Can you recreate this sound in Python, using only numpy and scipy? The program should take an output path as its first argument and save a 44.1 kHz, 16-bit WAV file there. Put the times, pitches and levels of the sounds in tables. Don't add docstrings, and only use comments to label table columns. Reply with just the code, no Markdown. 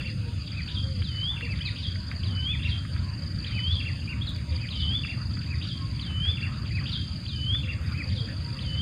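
import sys
import numpy as np
from scipy import signal
from scipy.fft import rfft, irfft, next_fast_len
from scipy.io import wavfile
from scipy.ndimage import uniform_filter1d, map_coordinates

SR = 44100
rng = np.random.default_rng(int(sys.argv[2]) if len(sys.argv) > 2 else 0)


def generate_wav(signal):
    frames = np.transpose(np.atleast_2d(signal))
    scaled = np.clip(frames, -1, 1) * 32767
    pcm = np.round(scaled).astype(np.int16)
    wavfile.write(sys.argv[1], SR, pcm)


def boost(x):
    u = np.asarray(x, float) / 20
    return 10 ** u


N = 388521

# (time from accent [s], pitch [Hz], level [dB])
DROP_NOTE = [(-0.004, 2800, 0.5), (0, 2787, 1.5), (0.006, 2570, -2), (0.014, 2010, -13)]


def unit(x):
    return x / np.sqrt(np.mean(x ** 2) + 1e-20)


def along(points, hz):
    f, v = np.transpose(points)
    return np.interp(np.log(hz + 1), np.log(f + 1), v)


def wobble(rate_hz):
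    coarse = np.arange(0, N + 16, 16)
    knots = rng.standard_normal(int(N * rate_hz / SR) + 4)
    return np.interp(np.arange(N), coarse, map_coordinates(knots, [coarse * rate_hz / SR]))


def coloured(x, spectrum):
    m = next_fast_len(N + 8192)
    response = boost(along(spectrum, np.fft.rfftfreq(m, 1 / SR)))
    return irfft(rfft(x, m) * response, m)[:N]


def rush(spectrum, patchy_db):
    z = signal.stft(rng.standard_normal(N + 512), nperseg=512)[2]
    field = uniform_filter1d(rng.standard_normal(z.shape), size=5, axis=0)
    field = uniform_filter1d(field, size=10, axis=1)
    noise = signal.istft(z * boost(patchy_db * unit(field)), nperseg=512)[1][:N]
    return unit(coloured(noise, spectrum))


def add(track, s, sound):
    k = round(s * SR)
    sound = sound[max(-k, 0):max(len(track) - k, 0)]
    track[max(k, 0):max(k, 0) + len(sound)] += sound


def whistle(hz, db, fade_s):
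    t = np.arange(len(hz)) / SR
    ends = np.clip(np.minimum(t, t[-1] - t) / fade_s, 0, 1)
    return np.sqrt(2) * boost(db) * ends * np.sin(2 * np.pi * np.cumsum(hz) / SR)


def tail(stretch):
    # (frequency [Hz], t60 [s])
    decay_s = [(500, .35), (3000, .45), (6000, .45)]
    hz, t, z = signal.stft(rng.standard_normal(SR // 2), SR, nperseg=128)
    t60_s = stretch * along(decay_s, hz)[:, None]
    answer = signal.istft(z * boost(-60 * t / t60_s), SR, nperseg=128)[1]
    return answer / np.linalg.norm(answer)


def echo(x, answer):
    return signal.oaconvolve(x, answer)[:N]


def wind():
    # (time [s], strength [dB])
    gusts = [
        (0.0, -55.5),
        (0.17, -59),
        (1.2, -56.5),
        (5.03, -57),
        (5.28, -55),
        (5.67, -60.5),
        (6.65, -52),
        (7.29, -60.5),
        (7.95, -53.5),
        (8.81, -56.5),
    ]
    # (frequency [Hz], density [dB/Hz])
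    rumble_spectrum = [(12, -46), (20, -26), (32, -28.5), (65, -2), (92, 2), (153, -7), (304, -22),
                       (395, -35), (450, -48.5), (580, -60), (990, -120)]
    # (frequency [Hz], density [dB/Hz])
    grass_spectrum = [(240, -25.5), (400, -6.5), (461, -6.5), (583, -3.5), (725, -8), (797, -8), (954, -7),
                      (1260, -1), (1410, -1), (2600, -3), (3380, -30.5), (5720, -120)]
    # (frequency [Hz], density [dB/Hz])
    reed_spectrum = [(1800, -39), (2600, 1.5), (3300, 2), (4100, -2), (4600, 2), (5200, -36.5),
                     (6000, -120)]
    # (frequency [Hz], density [dB/Hz])
    hiss_spectrum = [(4500, -48), (5200, -5), (5500, -13.5), (5800, -20), (6000, -8), (6300, -1.5),
                     (7000, -2), (7500, -5.5), (7900, -16), (8400, -5.5), (9400, -9), (10000, -19.5),
                     (10800, -20.5), (15500, -22)]
    stem_spectrum = [(330, -40), (440, -3), (600, 0.5), (720, -40)]
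    t = np.arange(N) / SR
    strength_db = np.interp(t, *np.transpose(gusts))
    gust_db = strength_db - strength_db.mean()

    rumble_db = -31 + 0.11 * gust_db + 0.1362 * t
    rumble = boost(rumble_db) * unit(boost(0.72 * wobble(7)) * rush(rumble_spectrum, patchy_db=1.48))
    grass_db = strength_db + 4.5 + 1.37 * wobble(9)
    grass = boost(grass_db) * rush(grass_spectrum, patchy_db=3.6)
    reeds_db = -53.5 - .2 * gust_db + 1.2 * wobble(8.1)
    reeds = boost(reeds_db) * rush(reed_spectrum, patchy_db=4.5)
    hiss = boost(-63.5) * rush(hiss_spectrum, patchy_db=1.3)
    stems_db = -64 + .7 * gust_db + 1.5 * wobble(4)
    stems = boost(stems_db) * rush(stem_spectrum, patchy_db=3)
    return rumble + grass + reeds + hiss + stems


def buffets():
    # (time [s], length [s], pitch [Hz], level [dB])
    eddies = [
        (3.708, 0.051, 87, -19.5),
        (4.494, 0.075, 79, -25),
        (6.259, 0.066, 86, -20),
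        (7.501, 0.058, 95, -24.5),
    ]
    puffs = np.zeros(N)
    for at, length_s, hz, db in eddies:
        add(puffs, at, whistle(np.full(round(length_s * SR), hz), db, fade_s=length_s / 2))
    return puffs


def flock(count):
    low_hz, octaves, note_s, note_db = 900, 2.1, .085, -63
    notes = np.zeros(N)
    for when, height, length, slide, size in rng.random((count, 5)):
        u = np.arange(0, 1, 1 / ((.5 + length) * note_s * SR))
        hz = low_hz * 2 ** (octaves * height) * (1 + 0.1196 * (slide - .5) * u)
        add(notes, when * N / SR, whistle(hz, note_db + 6 * (size - .5), fade_s=.02))
    return echo(notes, tail(.6))


def dove():
    # (time [s], length [s], pitch [Hz], level [dB])
    calls = [(.04, 0.29, 488, -57), (0.801, 0.21, 511, -52.5), (1.41, 0.067, 499, -50.5),
             (1.57, 0.058, 550, -52.5), (1.93, 0.12, 600, -60.5), (4.199, 0.32, 600, -61.5),
             (4.5, 0.085, 507, -54), (5.77, 0.23, 1061, -57.5), (6.399, 0.23, 599, -63),
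             (6.78, 0.057, 790, -54), (7.131, 0.042, 640, -56), (7.619, 0.12, 503, -51),
             (8.0, 0.33, 512, -54), (8.502, 0.28, 518, -61)]
    coos, waver = np.zeros(N), wobble(20)
    for at, length_s, hz, db in calls:
        u = np.arange(0, 1, 1 / (length_s * SR))
        sway = waver[round(at * SR):][:len(u)]
        add(coos, at, whistle(hz * (1.04 - 0.081 * u + 0.0306 * sway), db, fade_s=0.023))
    coos *= boost(3.5 * wobble(40))
    return .3 * coos + echo(coos, tail(.7))


def far_crickets():
    # (frequency [Hz], density [dB/Hz])
    chorus_spectrum = [(3800, -44), (4250, -28), (4600, 0.5), (4850, 1), (5050, -5.5), (5220, -29.5),
                       (5500, -47.5), (6500, -120)]
    return boost(-54.0 + 0.59 * wobble(30)) * rush(chorus_spectrum, patchy_db=1.0)


def tooth_beat(hz):
    return .6 + .33 * np.sin(2 * np.pi * np.cumsum(hz + 1.5 * wobble(3)) / SR)


def katydids():
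    # (start [s], end [s])
    spans = [
        (-.7, .37),
        (.75, 1.85),
        (2.05, 2.97),
        (3.2, 4.12),
        (4.35, 5.33),
        (5.55, 6.5),
        (6.7, 7.61),
        (7.8, 8.76),
    ]
    high_spectrum = [(8650, -50), (8950, 1), (9350, 3), (9650, -3), (9950, -58)]
    low_spectrum = [(8000, -59.5), (8350, -12), (8800, 1.0), (8950, -6), (9250, -50)]
    t = np.arange(N) / SR
    bouts = np.zeros(N)
    for start, end in spans:
        bouts += (t > start) * (t < end) * boost(-5 * (end - t) / (end - start))
    high = boost(-65.5) * bouts * tooth_beat(86) * rush(high_spectrum, patchy_db=-2.0)
    low = boost(-70 + 1.2 * wobble(2.22)) * tooth_beat(85) * rush(low_spectrum, patchy_db=1.0)
    return high + low


def gnat():
    tick_times = [7.817, 7.836, 7.853, 7.878, 7.903, 7.925, 7.936, 7.955, 7.98]
    ticks = np.zeros(N)
    t = np.arange(400) / SR
    for at in tick_times:
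        add(ticks, at, boost(-60.5 - 60 * t / 0.012) * np.sin(2 * np.pi * 11500 * t))
    return ticks


def hands():
    # (time [s], peak level [dB])
    clicks = [(1.056, -60), (2.120, -52), (2.309, -58), (3.769, -59), (4.293, -45), (4.307, -46),
              (4.363, -48), (5.471, -59), (7.046, -52), (7.817, -55), (7.868, -55)]
    # (time [s], peak level [dB])
    knocks = [(1.0192, -33.5), (1.2334, -40), (1.4088, -29.5), (1.9567, -33.5), (2.115, -31), (2.851, -36),
              (2.963, -34.5), (4.3585, -39), (5.049, -31), (5.371, -36), (6.2514, -34), (7.5473, -31.5),
              (8.7585, -42)]
    bright, dull = np.zeros(N), np.zeros(N)
    t = np.arange(SR // 20) / SR
    for track, events, t60_s in ((bright, clicks, .008), (dull, knocks, .03)):
        for at, db in events:
            add(track, at, boost(db - 60 * t / t60_s) * rng.standard_normal(len(t)))
    bright = coloured(bright, [(800, -30), (4000, -4), (7500, 9), (9500, 1), (12000, -5), (16000, -6)])
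    dull = coloured(dull, [(700, -22), (1200, 9), (2200, 9), (4000, -4.5), (5200, -34.0)])
    return bright + dull


def chirp_times():
    # (start [s], chirps [count], cruising gap [ms], warm-up [chirps], tiring [chirps])
    bouts = [(.008, 3, 45.5, .1, .1), (.4047, 20, 41.14, 3, .5), (1.448, 24, 40.12, 3.5, 1),
             (2.693, 1, 40, 1, 1), (2.775, 1, 40, 1, 1), (2.9194, 28, 40.69, 3.5, 1.5),
             (4.346, 1, 40, 1, 1), (4.4916, 36, 38.67, 6, 8.5), (6.299, 27, 39.91, 6.5, 1),
             (7.719, 1, 40, 1, 1), (7.861, 22, 40.52, 3.5, .25)]
    cold_ms, tired_ms = 16, 14
    times = []
    for start, chirps, gap_ms, warm, tire in bouts:
        k = np.arange(chirps - 1)
        cold = cold_ms * np.exp(-(k / warm) ** 2) * (warm >= 1)
        tired = tired_ms * np.exp(-(chirps - 1 - k) / tire)
        gaps_ms = gap_ms + cold + tired
        times += list(start + np.cumsum(np.r_[0, gaps_ms]) / 1000)
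    return np.array(times)


def cricket():
    # (start [s], length [s], level [dB])
    strokes = [
        (0, 0.01, -39.5),
        (.0125, .011, -40),
        (.026, 0.0083, -76),
    ]
    wing = np.zeros(N)
    chirps = chirp_times()
    gaps_s = np.diff(chirps, append=chirps[-1] + .04)
    for at, gap_s, luck in zip(chirps, gaps_s, rng.standard_normal((len(chirps), 4))):
        slow = np.clip((gap_s - .044) / 0.0065, 0, 1)
        for k, (start, length_s, db) in enumerate(strokes):
            u = np.arange(0, 1, 1 / (length_s * SR))
            hz = (4880 - 630 * u ** 1.86) * (1 + 0.0069 * luck[3])
            swell_db = -5 * (1 - u / .6) ** 2 - 7 * u ** 3
            faint_db = -2.5 * slow * (k == 0)
            add(wing, at + start, whistle(hz, db + swell_db + faint_db + 1.9 * luck[k], fade_s=.001))
    wing *= boost(1.5 * wobble(400))
    return wing + boost(-10) * echo(wing, tail(.6))


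def bulbul(phrase, rasp_db, direct_db, leaves_db, slap_db, wet_db):
    early = SR // 4
    song = np.zeros(N + early)
    for shape, notes in phrase:
        s, hz, db = np.transpose(shape)
        for at, level_db, stretch, pitch in notes:
            t = np.arange(s[0] * stretch, s[-1] * stretch, 1 / SR)
            glide = uniform_filter1d(np.interp(t, s * stretch, hz * pitch), size=200, mode="nearest")
            note_db = level_db + np.interp(t, s * stretch, db)
            add(song, early / SR + at + t[0], whistle(glide, note_db, fade_s=.002))
    song[early:] *= boost(rasp_db * (0.67 * wobble(150) + 0.7 * wobble(30)))
    answer = boost(leaves_db) * tail(.25) + boost(wet_db) * tail(1.1)
    scattered = signal.oaconvolve(song, answer)[early:early + N]
    heard = boost(direct_db) * song[early:] + scattered
    add(heard, .034, boost(slap_db + 3 * wobble(60)) * song[early:])
    return heard


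def second_and_third_birds():
    # (time from accent [s], pitch [Hz], level [dB])
    flick = [(0, 4180, 2), (.004, 3295, 5.5), (.011, 1950, 2)]
    hump = [(-.066, 1892, -12), (-.054, 2417, -11.5), (-.038, 2595, -8), (-.003, 2627, 1.5),
            (.01, 2420, -1), (.032, 1824, -6)]
    rise = [(-0.016, 2086, -11.5), (-0.006, 2940, 3.5), (0, 3400, -2.5), (0.006, 3870, -2)]
    fall = [(-.066, 5716, -7.5), (-.057, 5580, 0), (-.049, 5280, -3.5), (-.043, 4500, -9),
            (-.024, 3600, -1.5), (-.003, 3187, 1), (.014, 3136, -6)]
    bow = [(-0.036, 2246, -1), (-0.012, 2700, -6), (0.01, 2650, -1), (0.036, 1994, -0.5)]
    lift = [(-0.013, 3045, -11), (0, 3280, -1), (0.009, 3770, -13)]
    dive = [(-0.026, 4850, -8), (-0.01, 4010, 3.5), (0.005, 3600, -1), (0.022, 3470, -5)]
    # (hump accent [s], hump level [dB], high notes level [dB])
    songs = [
        (.585, -41, -38),
        (1.668, -39.5, -38),
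        (2.531, -39.5, -36),
        (3.571, -38, -37.5),
        (4.634, -41, -36),
        (5.522, -42, -35.5),
        (6.766, -36.5, -36),
        (7.999, -37.5, -39.5),
    ]
    # (time from hump [s], level [dB], stretch [ratio], pitch [ratio])
    high_rules = [
        (-.1145, -10, 1.1, 1.001),
        (.101, -2, .93, 1.04),
        (0.1903, 0.15, 1.05, 1.008),
    ]
    # (accent [s], level [dB], stretch [ratio], pitch [ratio])
    bows = [
        (1.503, -40.5, 1.1, 0.98),
        (4.107, -39, 0.88, 1.04),
    ]
    lifts = [
        (1.617, -32.5, 0.88, 0.96),
        (4.223, -32.5, 1, 1.04),
    ]
    dives = [
        (1.67, -38.5, 0.88, 1.02),
        (4.286, -38.5, 0.86, 0.97),
    ]
    pips = [
        (1.406, -49, 1.01, 1.1),
        (4.015, -44, 1.01, 1.03),
    ]

    humps = [(s, db, .91, 0.98) for s, db, _ in songs]
    low_phrase = [(hump, humps), (bow, bows), (lift, lifts), (dive, dives)]
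    high_phrase = [(DROP_NOTE, pips)]
    for shape, (after_s, step_db, stretch, pitch) in zip((flick, rise, fall), high_rules):
        high_phrase.append((shape, [(s + after_s, db + step_db, stretch, pitch) for s, _, db in songs]))
    low = bulbul(low_phrase, rasp_db=1.8, direct_db=0, leaves_db=-8, slap_db=-14, wet_db=-5)
    high = bulbul(high_phrase, rasp_db=4, direct_db=-6, leaves_db=-5, slap_db=-9, wet_db=-2)
    return low + high


def first_bird():
    # (time from accent [s], pitch [Hz], level [dB])
    tick_note = [(0, 2350, 0), (0.004, 3107, -3), (0.009, 3800, 13)]
    swoop_note = [(-.268, 4445, -18), (-.25, 3725, -14.5), (-.225, 3214, -20.5), (-.19, 3044, -19),
                  (-.13, 3013, -12.5), (-.085, 3076, -12), (-.04, 3280, -5), (-.004, 3508, -1.5),
                  (.01, 3547, -7)]
    arch_note = [(-.022, 1656, -15), (-.008, 2515, -7), (-.002, 2760, 2), (.005, 2740, 1), (.012, 2480, -7),
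                 (.024, 2050, -10), (.045, 1654, -17)]
    # (tick [s], swoop accent [s], drop [s], level [dB])
    songs = [
        (-.36, -.07, .003, -30),
        (1.02, 1.307, 1.37, -28),
        (2.23, 2.521, 2.597, -28.5),
        (3.441, 3.731, 3.805, -28),
        (4.684, 4.967, 5.039, -26),
        (5.991, 6.305, 6.374, -27.5),
        (7.259, 7.561, 7.636, -27.5),
        (8.586, 8.866, 8.94, -29),
    ]
    # (level [dB], stretch [ratio], pitch [ratio])
    rules = [
        (-14.5, 1, .93),
        (0, 1.01, .995),
        (-10, .95, 1.001),
        (-7.5, 1.15, 1.005),
    ]
    swoop_s, arch_after_s = .29, .059
    ticks, swoops, drops, arches = [], [], [], []
    for tick, accent, drop, db in songs:
        tempo = (accent - tick) / swoop_s
        placed = ((ticks, tick, 1), (swoops, accent, tempo), (drops, drop, 1), (arches, drop + arch_after_s, 1))
        for (notes, at, slowing), (step_db, stretch, pitch) in zip(placed, rules):
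            notes.append((at, db + step_db, slowing * stretch, pitch))
    phrase = [(tick_note, ticks), (swoop_note, swoops), (DROP_NOTE, drops), (arch_note, arches)]
    return bulbul(phrase, rasp_db=1.8, direct_db=-.5, leaves_db=-8, slap_db=-13, wet_db=-5.5)


def scene():
    # (frequency [Hz], gain [dB])
    treble_loss = [(200, 0), (4950, 0), (5150, -12), (5300, -21), (5900, -22), (6300, -34), (16000, -34)]
    air = wind() + buffets()
    far = flock(count=380) + dove() + far_crickets() + katydids() + gnat()
    singers = coloured(cricket() + second_and_third_birds() + first_bird(), treble_loss)
    return (air + far + hands() + singers)[None]


def top_cut(x):
    return signal.sosfilt(signal.butter(12, 15500, fs=SR, output="sos"), x)


def record(dry):
    return top_cut(dry - .0009)


dry = scene()
out = record(dry)
generate_wav(out)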